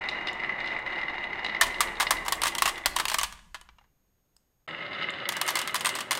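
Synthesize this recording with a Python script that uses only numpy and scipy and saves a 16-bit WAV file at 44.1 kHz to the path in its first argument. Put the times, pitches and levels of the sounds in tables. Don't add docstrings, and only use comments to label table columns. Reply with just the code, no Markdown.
import sys
import numpy as np
from scipy import signal
from scipy.fft import rfft, irfft
from scipy.io import wavfile
from scipy.ndimage import uniform_filter1d, map_coordinates

SR = 44100
rng = np.random.default_rng(int(sys.argv[2]) if len(sys.argv) > 2 else 0)


def wav_record(signal):
    frames = np.transpose(np.atleast_2d(signal))
    bounded = np.clip(frames, -1, 1)
    quanta = np.round(bounded * 32767).astype(np.int16)
    wavfile.write(sys.argv[1], SR, quanta)


def gain_from_decibels(decibels):
    exponent = np.asarray(decibels, float) / 20
    return 10 ** exponent


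N = 272979

# its start in seconds, its end in seconds.
CUT = (4.6675, 4.6762)
TOP_HZ = 15830
# time in seconds, level in dB.
ROLL_TOP = [(0.008, -39), (0.02, -33.5), (0.25, -34), (0.53, -35.5), (0.62, -35), (1.266, -35), (1.29, -39),
            (1.336, -32.5), (1.36, -35.5), (1.7, -35.5), (2.278, -39), (2.5, -38), (2.82, -45.5),
            (3.07, -56.5), (3.3, -56.5)]
# time in seconds, level in dB.
ROLL_SIDE = [(4.69, -44), (4.95, -40), (5.11, -42), (5.27, -43), (5.35, -41), (5.78, -44), (5.93, -44.5),
             (6.04, -52.5), (6.19, -45)]
# start in seconds, click peak in dB, tin in dB, heap in dB, rattle t60 in seconds.
LANDINGS_TOP = [(1.6117, -21.5, 3, -5.5, 0.057), (1.806, -23, 1.5, -9, 0.059),
                (2.006, -27.5, 7.5, -2.5, 0.028), (2.1076, -22, 3.5, -11, 0.052),
                (2.2818, -30.5, 4.5, -5.5, 0.035), (2.3229, -24, 2, -6, 0.033),
                (2.4179, -29.5, 1.5, -1.5, 0.025), (2.551, -32, 2, 1, 0.015), (2.6211, -22, 2, -5.5, 0.032),
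                (2.859, -21, 4.5, -7.5, 0.029), (2.964, -27.5, 3.5, -5, 0.031),
                (3.054, -28.5, 6.5, 2, 0.01), (3.143, -24.5, 5.5, -9, 0.025),
                (3.1853, -27.5, -1.5, -5, 0.043), (3.2324, -26, 1, -4, 0.031)]
# start in seconds, click peak in dB, tin in dB, heap in dB, rattle t60 in seconds.
LANDINGS_SIDE = [
    (5.2898, -27, 6.1, -2, 0.018),
    (5.4143, -25.5, 3.3, -2, 0.019),
    (5.478, -30.5, 2.6, -5.5, 0.036),
    (5.555, -28, 1.6, -3, 0.032),
    (5.675, -34, 0.89, -2.5, 0.033),
    (5.7443, -27.5, 1.3, -12, 0.03),
    (5.8481, -33.5, 5.9, -2, 0.029),
    (5.953, -36, 6.6, -2, 0.059),
    (6.1091, -27, 2.3, -4, 0.029),
]


def along(points, hz):
    f, v = np.transpose(points)
    return np.interp(np.log(hz + 1), np.log(f + 1), v)


def unit(x):
    return x / np.sqrt(np.mean(x ** 2) + 1e-20)


def curve(rows, column):
    rows = np.asarray(rows)
    return np.interp(np.arange(N) / SR, rows[:, 0], rows[:, column])


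def wobble(rate):
    return map_coordinates(rng.standard_normal(N // 100), [np.arange(N) * rate / SR])


def peaks(modes, hz):
    return sum((gain_from_decibels(db) * hz * w) ** 2 / ((c * c - hz * hz) ** 2 + (hz * w) ** 2) for c, w, db in modes)


def coloured(x, gain):
    m = 8192
    cepstrum = irfft(np.log(gain(np.fft.rfftfreq(m, 1 / SR)) + 1e-6))
    cepstrum[1:m // 2] *= 2
    cepstrum[m // 2 + 1:] = 0
    response = irfft(np.exp(rfft(cepstrum)))
    response = response * np.hanning(2 * m)[m:] ** 0.5
    return signal.fftconvolve(x, response / np.linalg.norm(response))[:N]


def bursts(times, level_db, t60, spiky):
    out, t = np.zeros(N + SR), np.arange(4096) / SR
    noise = rng.standard_normal((len(times), 2, len(t)))
    shape = gain_from_decibels(-60 * t / np.clip(t60, 0.001, 0.2)[:, None])
    rows = shape * noise[:, 0] * np.exp(spiky * noise[:, 1])
    gain = gain_from_decibels(level_db) * np.linalg.norm(shape, axis=1) / np.linalg.norm(rows, axis=1)
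    rows *= gain[:, None]
    for s, row in zip(times, rows):
        out[round(s * SR):][:len(t)] += row
    return out[:N]


def rings(events, t60_s, gain_db, above, rise_s):
    out, t = np.zeros(N + SR), np.arange(SR // 2) / SR
    for s, db, hz in events:
        tone = np.sin(2 * np.pi * hz * t) + 0.24 * np.sin(2 * np.pi * above * hz * t)
        swell = 1 - np.exp(-t / rise_s)
        out[round(s * SR):][:len(t)] += gain_from_decibels(db + gain_db - 60 * t / t60_s) * tone * swell
    return out[:N]


def background():
    # frequency in Hz, level in dB.
    thrum_colour = [(5, -6.5), (15, -7), (33, -4), (60, -5), (90, -20.5), (200, -16.5), (400, -47),
                    (4000, -100)]
    # frequency in Hz, level in dB per Hz.
    air_colour = [(50, -25), (100, 3), (200, -4.5), (500, -8.5), (1200, -15), (3000, -21), (9000, -24.5),
                  (15500, -26), (15900, -55.5)]
    # frequency in Hz, rms level in dB.
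    whine_tones = [(6568, -87), (13136, -85)]
    roll_db, fall_db, rest_db, side_db = -22, -30.5, -81, -15
    fall_t60_s, air_db, whine_side_db = 2.2, -77, -8

    t = np.arange(N) / SR
    side = t > CUT[0]
    rolled = gain_from_decibels(np.where(side, curve(ROLL_SIDE, 1), curve(ROLL_TOP, 1)) + roll_db) ** 2
    shaken = 0
    for s, db, *_ in LANDINGS_TOP + LANDINGS_SIDE:
        heard = (t > s) * (side == (s > CUT[0]))
        shaken = shaken + heard * gain_from_decibels(db + fall_db - 60 * np.abs(t - s) / fall_t60_s) ** 2
    level = np.sqrt((rolled + shaken) * gain_from_decibels(side_db * side) ** 2 + gain_from_decibels(rest_db) ** 2)
    thrum = level * unit(coloured(rng.standard_normal(N), lambda hz: gain_from_decibels(along(thrum_colour, hz))))
    air = gain_from_decibels(air_db) * unit(coloured(rng.standard_normal(N), lambda hz: gain_from_decibels(along(air_colour, hz))))
    whine = sum(np.sqrt(2) * gain_from_decibels(db) * np.sin(2 * np.pi * hz * t) for hz, db in whine_tones)
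    return thrum + air + whine * gain_from_decibels(whine_side_db * (t > CUT[1]))


def diffuse(x, from_hz):
    t60_s, halving_hz = 0.37, 11000
    late_slower, late_db = 2.8, -6.5
    hz, t, z = signal.stft(np.array([x, rng.standard_normal(N)]), SR, nperseg=128, noverlap=96)
    power = uniform_filter1d(np.abs(z[0]) ** 2, size=5, axis=0)
    keep = gain_from_decibels(-120 * t[1] / t60_s * (1 + (hz / halving_hz) ** 2))

    def fade(keeps):
        return np.array([signal.lfilter([1 - k], [1, -k], row) for k, row in zip(keeps, power)])

    tail = fade(keep) + gain_from_decibels(2 * late_db) * fade(keep ** (1 / late_slower))
    high = (hz ** 6 / (hz ** 6 + from_hz ** 6) * (hz < 16200))[:, None]
    noise = z[1] / np.sqrt(np.mean(np.abs(z[1]) ** 2))
    wet = signal.istft(noise * np.sqrt(np.abs(tail)) * high, SR, nperseg=128, noverlap=96)[1]
    wet = np.pad(wet, (200, 0))[:N]
    return irfft(rfft(wet) * (np.fft.rfftfreq(N, 1 / SR) < TOP_HZ), N)


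def room(x):
    t60_s, halving_hz = 0.57, 14000
    diffuse_hz, diffuse_db = 4900, 0.5
    out, step = np.zeros(N + 2 * SR), SR // 8
    for start in range(-step, N, step):
        hz, t, z = signal.stft(rng.standard_normal(SR // 2), SR, nperseg=256)
        decay = gain_from_decibels(-60 * t / t60_s * (1 + (hz / halving_hz) ** 2)[:, None])
        tail = signal.istft(z * decay, SR, nperseg=256)[1]
        piece = np.pad(x, (step, 2 * step))[start + step:][:2 * step] * np.hanning(2 * step)
        wet = signal.fftconvolve(piece, tail / np.linalg.norm(tail))
        out[start + step:][:len(wet)] += wet
    low = irfft(rfft(out) / (1 + (np.fft.rfftfreq(len(out), 1 / SR) / diffuse_hz) ** 6), len(out))
    first_walls = low[step - 150:][:N]
    return first_walls + gain_from_decibels(diffuse_db) * diffuse(x, diffuse_hz)


def sway():
    sway_hz = 34
    rocking = []
    for s, db, *_ in LANDINGS_TOP:
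        rocking.append((s, db - 5.1 * (s - 1.6), sway_hz * (1 + 0.2 * (s - 1.6))))
    return rings(rocking, t60_s=0.45, gain_db=-10.5, above=2.1, rise_s=0.05)


def settling():
    # start in seconds, click peak in dB, tin in dB, heap in dB, rattle t60 in seconds.
    slip_events = [
        (3.5447, -42, 8.5, -0.5, 0.037),
        (3.6126, -47, 3, -7, 0.014),
        (3.689, -72.5, 23, 14, 0.02),
        (3.7842, -75.5, 20.5, 4, 0.028),
        (3.8118, -94, 30, 10, 0.039),
        (3.8395, -82.5, 18, -5.5, 0.035),
        (3.375, -69, 10, 8.5, 0.02),
        (3.391, -69, 17.5, 4, 0.023),
    ]
    # start in seconds, level in dB, modes as Hz, width in Hz, dB.
    last_tick = (4.3655, -47, [(5050, 90, 7.5), (7860, 850, -8), (11500, 3200, -48), (2790, 900, -24),
                 (1700, 420, -12), (796, 460, -18)])
    last_s, last_db, last_modes = last_tick

    def soft(edge_hz):
        return lambda hz: 1 / (1 + (hz / edge_hz) ** 4)

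    slips = coloured(drops(slip_events[:2]), soft(11900)) + coloured(drops(slip_events[2:]), soft(7440))
    tick = bursts([last_s], np.array([last_db]), np.array([0.014]), spiky=0.18)
    return gain_from_decibels(-4.0) * slips + coloured(tick, lambda hz: np.sqrt(peaks(last_modes, hz)))


def ticks():
    # start in seconds, peak in dB.
    touches = [(0.088, -46), (0.099, -44), (0.2708, -55), (0.2855, -50), (0.331, -37.5), (0.6584, -54),
               (0.6734, -61), (0.791, -49), (1.241, -50.5), (1.4449, -43), (1.4621, -57), (2.068, -44),
               (2.7571, -40), (4.668, -32.5), (5.1043, -35.5)]
    # frequency in Hz, level in dB.
    glass_colour = [(3000, -60), (5500, -7.5), (7000, 7), (9000, -7.5), (12000, -15.5), (16000, -35)]
    s, db = np.transpose(touches)
    return coloured(bursts(s, db - 3, 0.0086 + 0 * s, spiky=0.37), lambda hz: gain_from_decibels(along(glass_colour, hz)))


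def board_gain(wood, modes):
    return lambda hz: gain_from_decibels(along(wood, hz)) * np.sqrt(1 + peaks(modes, hz))


def rolling(rows, start, wood, modes, lumps_db, fizz_db):
    usual_db, usual_rumble_db = -36, -3
    rumble_stays = 0.61
    t, force_db = np.arange(N) / SR, curve(rows, 1)

    def hard(hz):
        return hz ** 4 / (hz ** 4 + 1400 ** 4)

    def hard_gain(hz):
        fizz = 1 + gain_from_decibels(fizz_db) * np.exp(-((hz - 7800) / 2300) ** 4)
        return np.sqrt(hard(hz)) * fizz

    pushes = rng.standard_normal(N) * gain_from_decibels(19 * rng.random(N) ** 40)
    pushes = unit(pushes) * gain_from_decibels(lumps_db * wobble(90) + 1.2 * wobble(22))
    upper = coloured(unit(pushes), hard_gain)
    weight = rng.standard_normal(N) * gain_from_decibels(1.3 * wobble(44))
    rumble_db = usual_rumble_db + rumble_stays * (usual_db - force_db)
    lower = gain_from_decibels(rumble_db - 11.0 - fizz_db) * coloured(weight, lambda hz: np.sqrt(1 - hard(hz)))
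    return (t >= start) * gain_from_decibels(force_db + 4.5) * unit(coloured(upper + lower, board_gain(wood, modes)))


def knocks(events, wood, modes):
    s, db, hard_db = np.transpose(events)
    colour = board_gain(wood, modes)

    def upper(hz):
        return hz ** 8 / (hz ** 8 + 3100 ** 8)

    body = bursts(s, db - 4.5, 0.021 + 0 * s, spiky=0.1)
    edge = bursts(s, db + hard_db + 0.5, 0.033 + 0 * s, spiky=0.14)
    return (coloured(body, lambda hz: colour(hz) ** 1.31 * (1 - upper(hz)) * hz ** 1.1)
            + coloured(edge, lambda hz: colour(hz) * upper(hz)))


def groove():
    # frequency in Hz, level in dB per Hz.
    wood_top = [(53, -50.5), (90, -17.5), (122, -12.5), (278, -10), (353, -10.5), (467, -10.5), (876, -4.5),
                (1540, -14), (2000, -9.5), (2480, -20.5), (2830, -33.5), (3910, -30), (5530, -51.5),
                (12500, -92), (16000, -112) ]
    wood_side = [(53, -26), (90, -14), (125, -5), (260, -8.5), (376, -5), (448, -15), (593, -14),
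                 (1070, -8), (2090, -6.5), (2270, -19.5), (2890, -8), (3220, -18), (4400, -27.5),
                 (5500, -53.5), (16000, -74)]
    # frequency in Hz, width in Hz, level in dB.
    board_top = [(348.3, 32, 6.5), (1600, 33, -9), (2019, 120, 12), (2854, 56, 25.5), (3760, 280, 7.5),
                 (4230, 200, 3), (5060, 130, 11.5), (6310, 170, 11.5), (7730, 550, 12), (9400, 290, 21)]
    board_side = [(370, 5.6, 1.3), (565, 82, 13.1), (1290, 44, 9.2), (2150, 260, 9.6), (2936, 74, 6.5),
                  (3570, 160, 9.4), (3950, 130, 10.3), (4960, 145, 17), (6400, 330, 11.7), (8565, 950, 5.8)]
    # start in
    # seconds, peak in dB, hard upper part in dB.
    knocks_top = [(0.0382, -21, -17.5), (0.0874, -18.5, -5.5), (0.2708, -17.5, -5.5), (0.2844, -20.5, -8),
                  (0.3124, -21, -27), (0.3676, -34, -33), (0.3995, -26, -12), (0.4349, -15, -26),
                  (0.4454, -17, -23.5), (0.4936, -14, -25.5), (0.6025, -17, -16.5), (0.6434, -18.5, -21),
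                  (0.6604, -31, -4.5), (0.6738, -25.5, -6), (0.7158, -19, -22), (0.7638, -17, -25),
                  (0.8625, -19.5, -17.5), (0.9232, -25, -14.5), (0.9584, -28.5, -11), (0.9864, -16.5, -23),
                  (1.0136, -21.5, -15.5), (1.0974, -21, -19.5), (1.181, -18, -22), (1.2396, -18, -19),
                  (1.3924, -20.5, -19.5), (1.4461, -16, -10), (1.4626, -16.5, -10.5), (1.4935, -21, -14),
                  (1.5474, -16, -19), (1.5648, -23, -14.5),
                  (0.069, -36, -22), (0.113, -25, -15), (0.294, -22.5, -23), (0.339, -33, -24.5),
                      (0.609, -20, -24), (0.6833, -26, -14.5), (0.7498, -30, -17), (0.7875, -22.5, -27),
                      (0.822, -27, -20), (0.9692, -26, -25), (0.9793, -24, -17), (1.031, -19, -19.5),
                      (1.0826, -20, -23), (1.1424, -22, -21.5), (1.16, -33, -20), (1.2274, -29, -26),
                      (1.2692, -25.5, -21.5), (1.3306, -22, -19.5), (1.431, -22.5, -21), (1.4836, -23, -17),
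                      (1.7588, -28.5, -14.5), (1.883, -21.5, -17.5), (2.5213, -25, -13),
                      (2.566, -32.5, -16.5), (2.851, -30, -16), (2.881, -31.5, -17), (2.906, -37.5, -21),
                      (2.922, -32, -22), (2.941, -41, -19),
                  (1.705, -30.5, -7),
        (1.7429, -21.5, -10),
        (1.783, -32, -8),
        (1.8726, -24, -10.5),
        (1.954, -27.5, -10.5),
        (1.969, -29, -7.5),
        (2.068, -15, -7.5),
        (2.169, -28.5, -6),
        (2.183, -28.5, -13.5),
        (2.7572, -29.5, -7.5),
    ]
    knocks_side = [(4.6876, -24, -18), (4.7084, -31.5, -7.5), (4.729, -29, -19), (4.822, -33, -10.5),
                   (4.9488, -28, -10), (5.0688, -30, -19), (5.096, -23, -10), (5.16, -29, -16),
                   (5.187, -30, -28), (5.2008, -26, -9), (5.603, -20, -25), (5.6945, -21.5, -18),
                   (4.7474, -24.5, -24), (4.8633, -28.5, -9.5), (4.9307, -29, -5.5), (4.9844, -41, -8),
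                   (5.0234, -23, -9), (5.0305, -33, 3.5), (5.0414, -19.5, -21), (5.0863, -18, -25),
                   (5.1374, -34, -6), (5.2547, -23.5, -8), (5.3374, -19.5, -22), (5.9409, -32, -5)]

    fading = np.clip((3.3 - np.arange(N) / SR) / 0.1, 0, 1)
    top = fading * rolling(ROLL_TOP, 0, wood_top, board_top, lumps_db=2.5, fizz_db=3.0)
    side = rolling(ROLL_SIDE, CUT[0], wood_side, board_side, lumps_db=2.5, fizz_db=5.5)
    struck_top = knocks(knocks_top, wood_top, board_top)
    return top + side + struck_top + knocks(knocks_side, wood_side, board_side)


def drops(events, snap_db=0):
    # frequency in Hz, level in dB.
    snap_colour = [(2000, -41), (4500, -11.5), (7000, -2), (9500, 10.5), (12500, 8), (15500, 0.5),
                   (17000, -11.5)]
    # frequency in Hz, level in dB.
    click_colour = [(1500, -84.5), (4000, 5.5), (5800, 3.5), (7500, 3), (9000, 5), (11000, -6.5),
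                    (13000, -5.5), (15750, -13.5), (16000, -54.5)]
    # frequency in Hz, width in Hz, level in dB.
    heap_modes = [(2816, 900, 4), (3150, 1300, 18), (3890, 130, 2), (5100, 170, 2.5)]
    tin_modes = [(650, 180, -7.5), (993, 230, 2.5), (1176, 27, 4.5), (1260, 70, -9.5), (1640, 270, -3),
                 (1820, 73, -4), (2043, 130, -1)]
    table_modes = [(36.3, 22, -0.5), (61.2, 25, -4.5), (166, 40, -4), (355, 54, 0.5)]
    # frequency in Hz, level in dB, t60 in seconds.
    wall_tones = [(715, -26.5, 0.13), (1120, -17, .2), (1695, -19.5, .15), (1810, -23, .1),
                  (2186, -30.5, 0.15), (2417, -27.5, .15), (2630, -27.5, .15), (3246, -27.5, .12),
                  (4075, -27, .15), (4468, -28, .06), (4950, -30, .1), (6643, -29.5, 0.04)]
    ring_db = -8.5

    s, db, tin_db, heap_db, t60 = np.transpose(events)
    push = gain_from_decibels(db + snap_db + 17.5) * rng.choice([-1, 1], len(s))
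    snap = np.bincount(np.round(s * SR).astype(int), push, N)
    click = bursts(s, db + 3, t60, spiky=0.35)
    heap = bursts(s, db + heap_db + 4.0, 2.38 * t60, spiky=0.083)
    tin = bursts(s + 0.0003, db + tin_db, 1.75 * t60, spiky=0.64)
    tin += bursts(s + 0.0003, db + tin_db + 5.5, 0.0044 + 0 * s, spiky=0.067)
    thump = bursts(s, db + tin_db - 20 - 6 * (s > CUT[0]), 0.023 + 0 * s, spiky=0)
    blow = bursts(s + 0.0003, db + tin_db + ring_db + 9.5, 0.002 + 0 * s, spiky=0.19)
    walls = [(hz, 1.4 / np.clip(t60_s, 0.03, 0.25), level_db) for hz, level_db, t60_s in wall_tones]

    def low_cut(hz):
        return hz ** 4 / (hz ** 4 + 560 ** 4)

    return (coloured(snap, lambda hz: gain_from_decibels(along(snap_colour, hz)))
            + coloured(click, lambda hz: gain_from_decibels(along(click_colour, hz)))
            + coloured(heap, lambda hz: low_cut(hz) * peaks(heap_modes, hz) ** 0.61)
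            + coloured(tin, lambda hz: low_cut(hz) * peaks(tin_modes, hz) ** 0.43)
            + coloured(blow, lambda hz: peaks(walls, hz) ** 0.5)
            + coloured(thump, lambda hz: peaks(table_modes, hz) ** 0.5))


def falls():
    # start in seconds, click peak in dB, tin in dB.
    rebounds_top = [(1.6201, -31.5, 7.5), (1.679, -46, 3), (1.633, -33, 6.5), (1.6666, -40, -1.5),
                    (1.9996, -30.5, 8.5), (2.017, -30, 4), (2.027, -33.5, 9), (2.251, -48, 11),
                    (2.2614, -42.5, 10), (2.353, -54, 0), (2.4327, -39, 4.5), (2.435, -27, 4),
                    (2.4508, -38.5, 11), (2.456, -31, 7), (2.468, -32.5, 9.5), (2.4703, -30.5, -3.5),
                    (2.4794, -29.5, -3.5), (2.583, -29, -1.5), (2.6548, -37.5, 11), (2.657, -25.5, 4.5),
                    (2.6774, -28.5, 2.5), (2.6872, -34, 0), (2.6929, -35.5, 2), (2.7783, -45.5, 6.5),
                    (2.9609, -39, 4.5), (2.9867, -33.5, 6), (2.9985, -30, 9.5), (3.0014, -39.5, 4.5),
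                    (3.0825, -28.5, -4), (3.0986, -30.5, -1.5), (3.116, -33, 7.5), (3.1333, -38, -4),
                    (3.1951, -36.5, -3.5), (3.2128, -39, 8), (3.2397, -34, 0.5), (3.3248, -47, 1)]
    rebounds_side = [(5.322, -36.5, 6.5), (5.3671, -35.5, 6.5), (5.4647, -39.5, -19), (5.4849, -35, 10.5),
                     (5.49, -30.5, 2), (5.5048, -34, 5), (5.5695, -34, 10), (5.589, -28.5, -8),
                     (5.6152, -33, 1.5), (5.709, -49, -5), (5.7552, -31, 4.5), (5.762, -33, -3),
                     (5.808, -33.5, 1), (5.8579, -29.5, 5), (5.867, -29.5, 5), (5.891, -31.5, 1),
                     (5.9872, -37, 2.5), (6.006, -33.5, 3), (6.117, -28.5, 1.5), (6.129, -37, 10.5),
                     (6.151, -34.5, 5.5), (6.1734, -36, 5)]
    # start in seconds, peak in dB, pitch in Hz.
    clink_events = [(1.6119, -17, 9600), (1.8062, -19, 8460), (2.0111, -25.5, 9020), (2.0243, -26.5, 8730),
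                    (2.1085, -22, 9600), (2.2896, -27, 6980), (2.3235, -24, 9060), (2.3549, -30, 7490),
                    (2.4355, -16, 8740), (2.4696, -22, 8520), (2.5517, -30, 9860), (2.5617, -33, 9050),
                    (2.5714, -50, 9000), (2.4805, -22.5, 9520), (2.6674, -26, 6380), (2.896, -35, 9400),
                    (3.0022, -24, 8470), (3.1332, -30, 8090), (3.2127, -19, 6290), (3.3246, -41, 6500),
                    (5.3029, -33, 7060), (5.4394, -36, 8900), (5.465, -28, 8960), (5.486, -20, 6000),
                    (5.5049, -22, 11670), (5.5562, -19.5, 8400), (5.7616, -22, 9900), (5.7971, -28, 6660),
                    (5.847, -20, 8530), (5.8583, -14, 8770), (5.8742, -20, 8100), (5.9513, -24, 8100),
                    (5.9735, -30, 8200), (6.118, -20, 9050), (6.1298, -20.5, 8700)]
    # start in seconds, peak in dB, pitch in Hz.
    panel_events = [(1.612, -3, 1810), (1.62, -12.5, 1910), (1.806, -7.5, 1176), (2.005, -17, 1210),
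                    (2.108, -14, 1120), (2.323, -13, 1087), (2.418, -19, 930), (2.435, -11.5, 1140),
                    (2.454, -19, 1090), (2.621, -7.5, 1096), (2.657, -26, 1910), (2.676, -11, 1125),
                    (2.686, -22, 1120), (2.696, -18, 1104), (2.77, -23, 2036), (2.781, -23, 2060),
                    (2.838, -24, 2060), (2.859, -12, 1126), (2.963, -16.5, 1120), (3.0, -16, 1260),
                    (3.053, -25, 917), (3.144, -16, 1164), (3.185, -13.5, 1160), (3.213, -14, 1120),
                    (3.232, -20.5, 960), (3.546, -29, 1130), (3.547, -35, 1700), (3.69, -44, 2320),
                    (3.812, -47, 815), (5.29, -17, 2020), (5.416, -21, 1226), (5.485, -23, 1060),
                    (5.557, -13.5, 2090), (5.569, -23, 1063), (5.745, -16, 1006), (5.849, -13.5, 1977),
                    (5.857, -25, 1045), (5.866, -18, 1060), (5.891, -15, 2076), (5.954, -23, 1050),
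                    (5.988, -22.5, 1850), (6.11, -12.5, 2116), (6.116, -22, 1036)]
    # start in seconds, peak in dB, pitch in Hz.
    clack_events = [(1.6108, -23, 3130), (1.8053, -17, 3630), (2.0033, -16, 3900), (2.1076, -20, 3620),
                    (2.3224, -20, 4300), (2.4349, -19, 4110), (2.582, -20.5, 3150), (2.6224, -12.5, 2780),
                    (2.6599, -18.5, 2830), (2.8596, -14, 4250), (2.9639, -21.5, 3800), (3.0007, -22, 3760),
                    (3.0553, -15.5, 2780), (3.0824, -20, 2780), (3.143, -18.5, 3240), (3.1877, -14, 2940),
                    (3.2334, -18.5, 3120), (3.6128, -37.5, 2970), (3.7858, -43, 2850), (5.2897, -24, 3330),
                    (5.4125, -19, 3160), (5.555, -24, 2930), (5.7457, -20, 3040), (5.85, -14.5, 2680),
                    (6.11, -19, 4180)]
    rebound_heap_db, rebound_t60_s = -3, 0.033

    rebounds = [(*row, rebound_heap_db, rebound_t60_s) for row in rebounds_top + rebounds_side]
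    contacts = drops(LANDINGS_TOP + LANDINGS_SIDE)
    contacts = contacts + drops(rebounds, snap_db=-5)
    clinks = rings(clink_events, t60_s=0.0095, gain_db=0, above=0.48, rise_s=0.0001)
    panels = rings(panel_events, t60_s=0.05, gain_db=-8, above=1.7, rise_s=0.00026)
    clacks = rings(clack_events, t60_s=0.03, gain_db=-7, above=1.38, rise_s=0.0004)
    return contacts + clinks + panels + clacks


def scene():
    near = groove()
    clicks = falls() + settling() + ticks()
    reverb = room(gain_from_decibels(-13.5) * clicks + gain_from_decibels(-7.5) * near)
    return (near + clicks + reverb + background() + sway())[None]


def band_limit(x):
    return signal.sosfilt(signal.butter(12, 16990, fs=SR, output="sos"), x)


def record(dry):
    t = np.arange(N) / SR
    hz = np.fft.rfftfreq(N, 1 / SR)
    limited = irfft(rfft(dry) * gain_from_decibels(-0.045 * np.clip(hz - TOP_HZ, 0, 2000)), N)
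    gap = np.clip(np.maximum(CUT[0] - t, t - CUT[1]) / 0.0012, 0, 1)
    opening = np.clip((t - 0.0085) / 0.002, 0, 1)
    return band_limit(limited * gap * opening)


dry = scene()
out = record(dry)
wav_record(out)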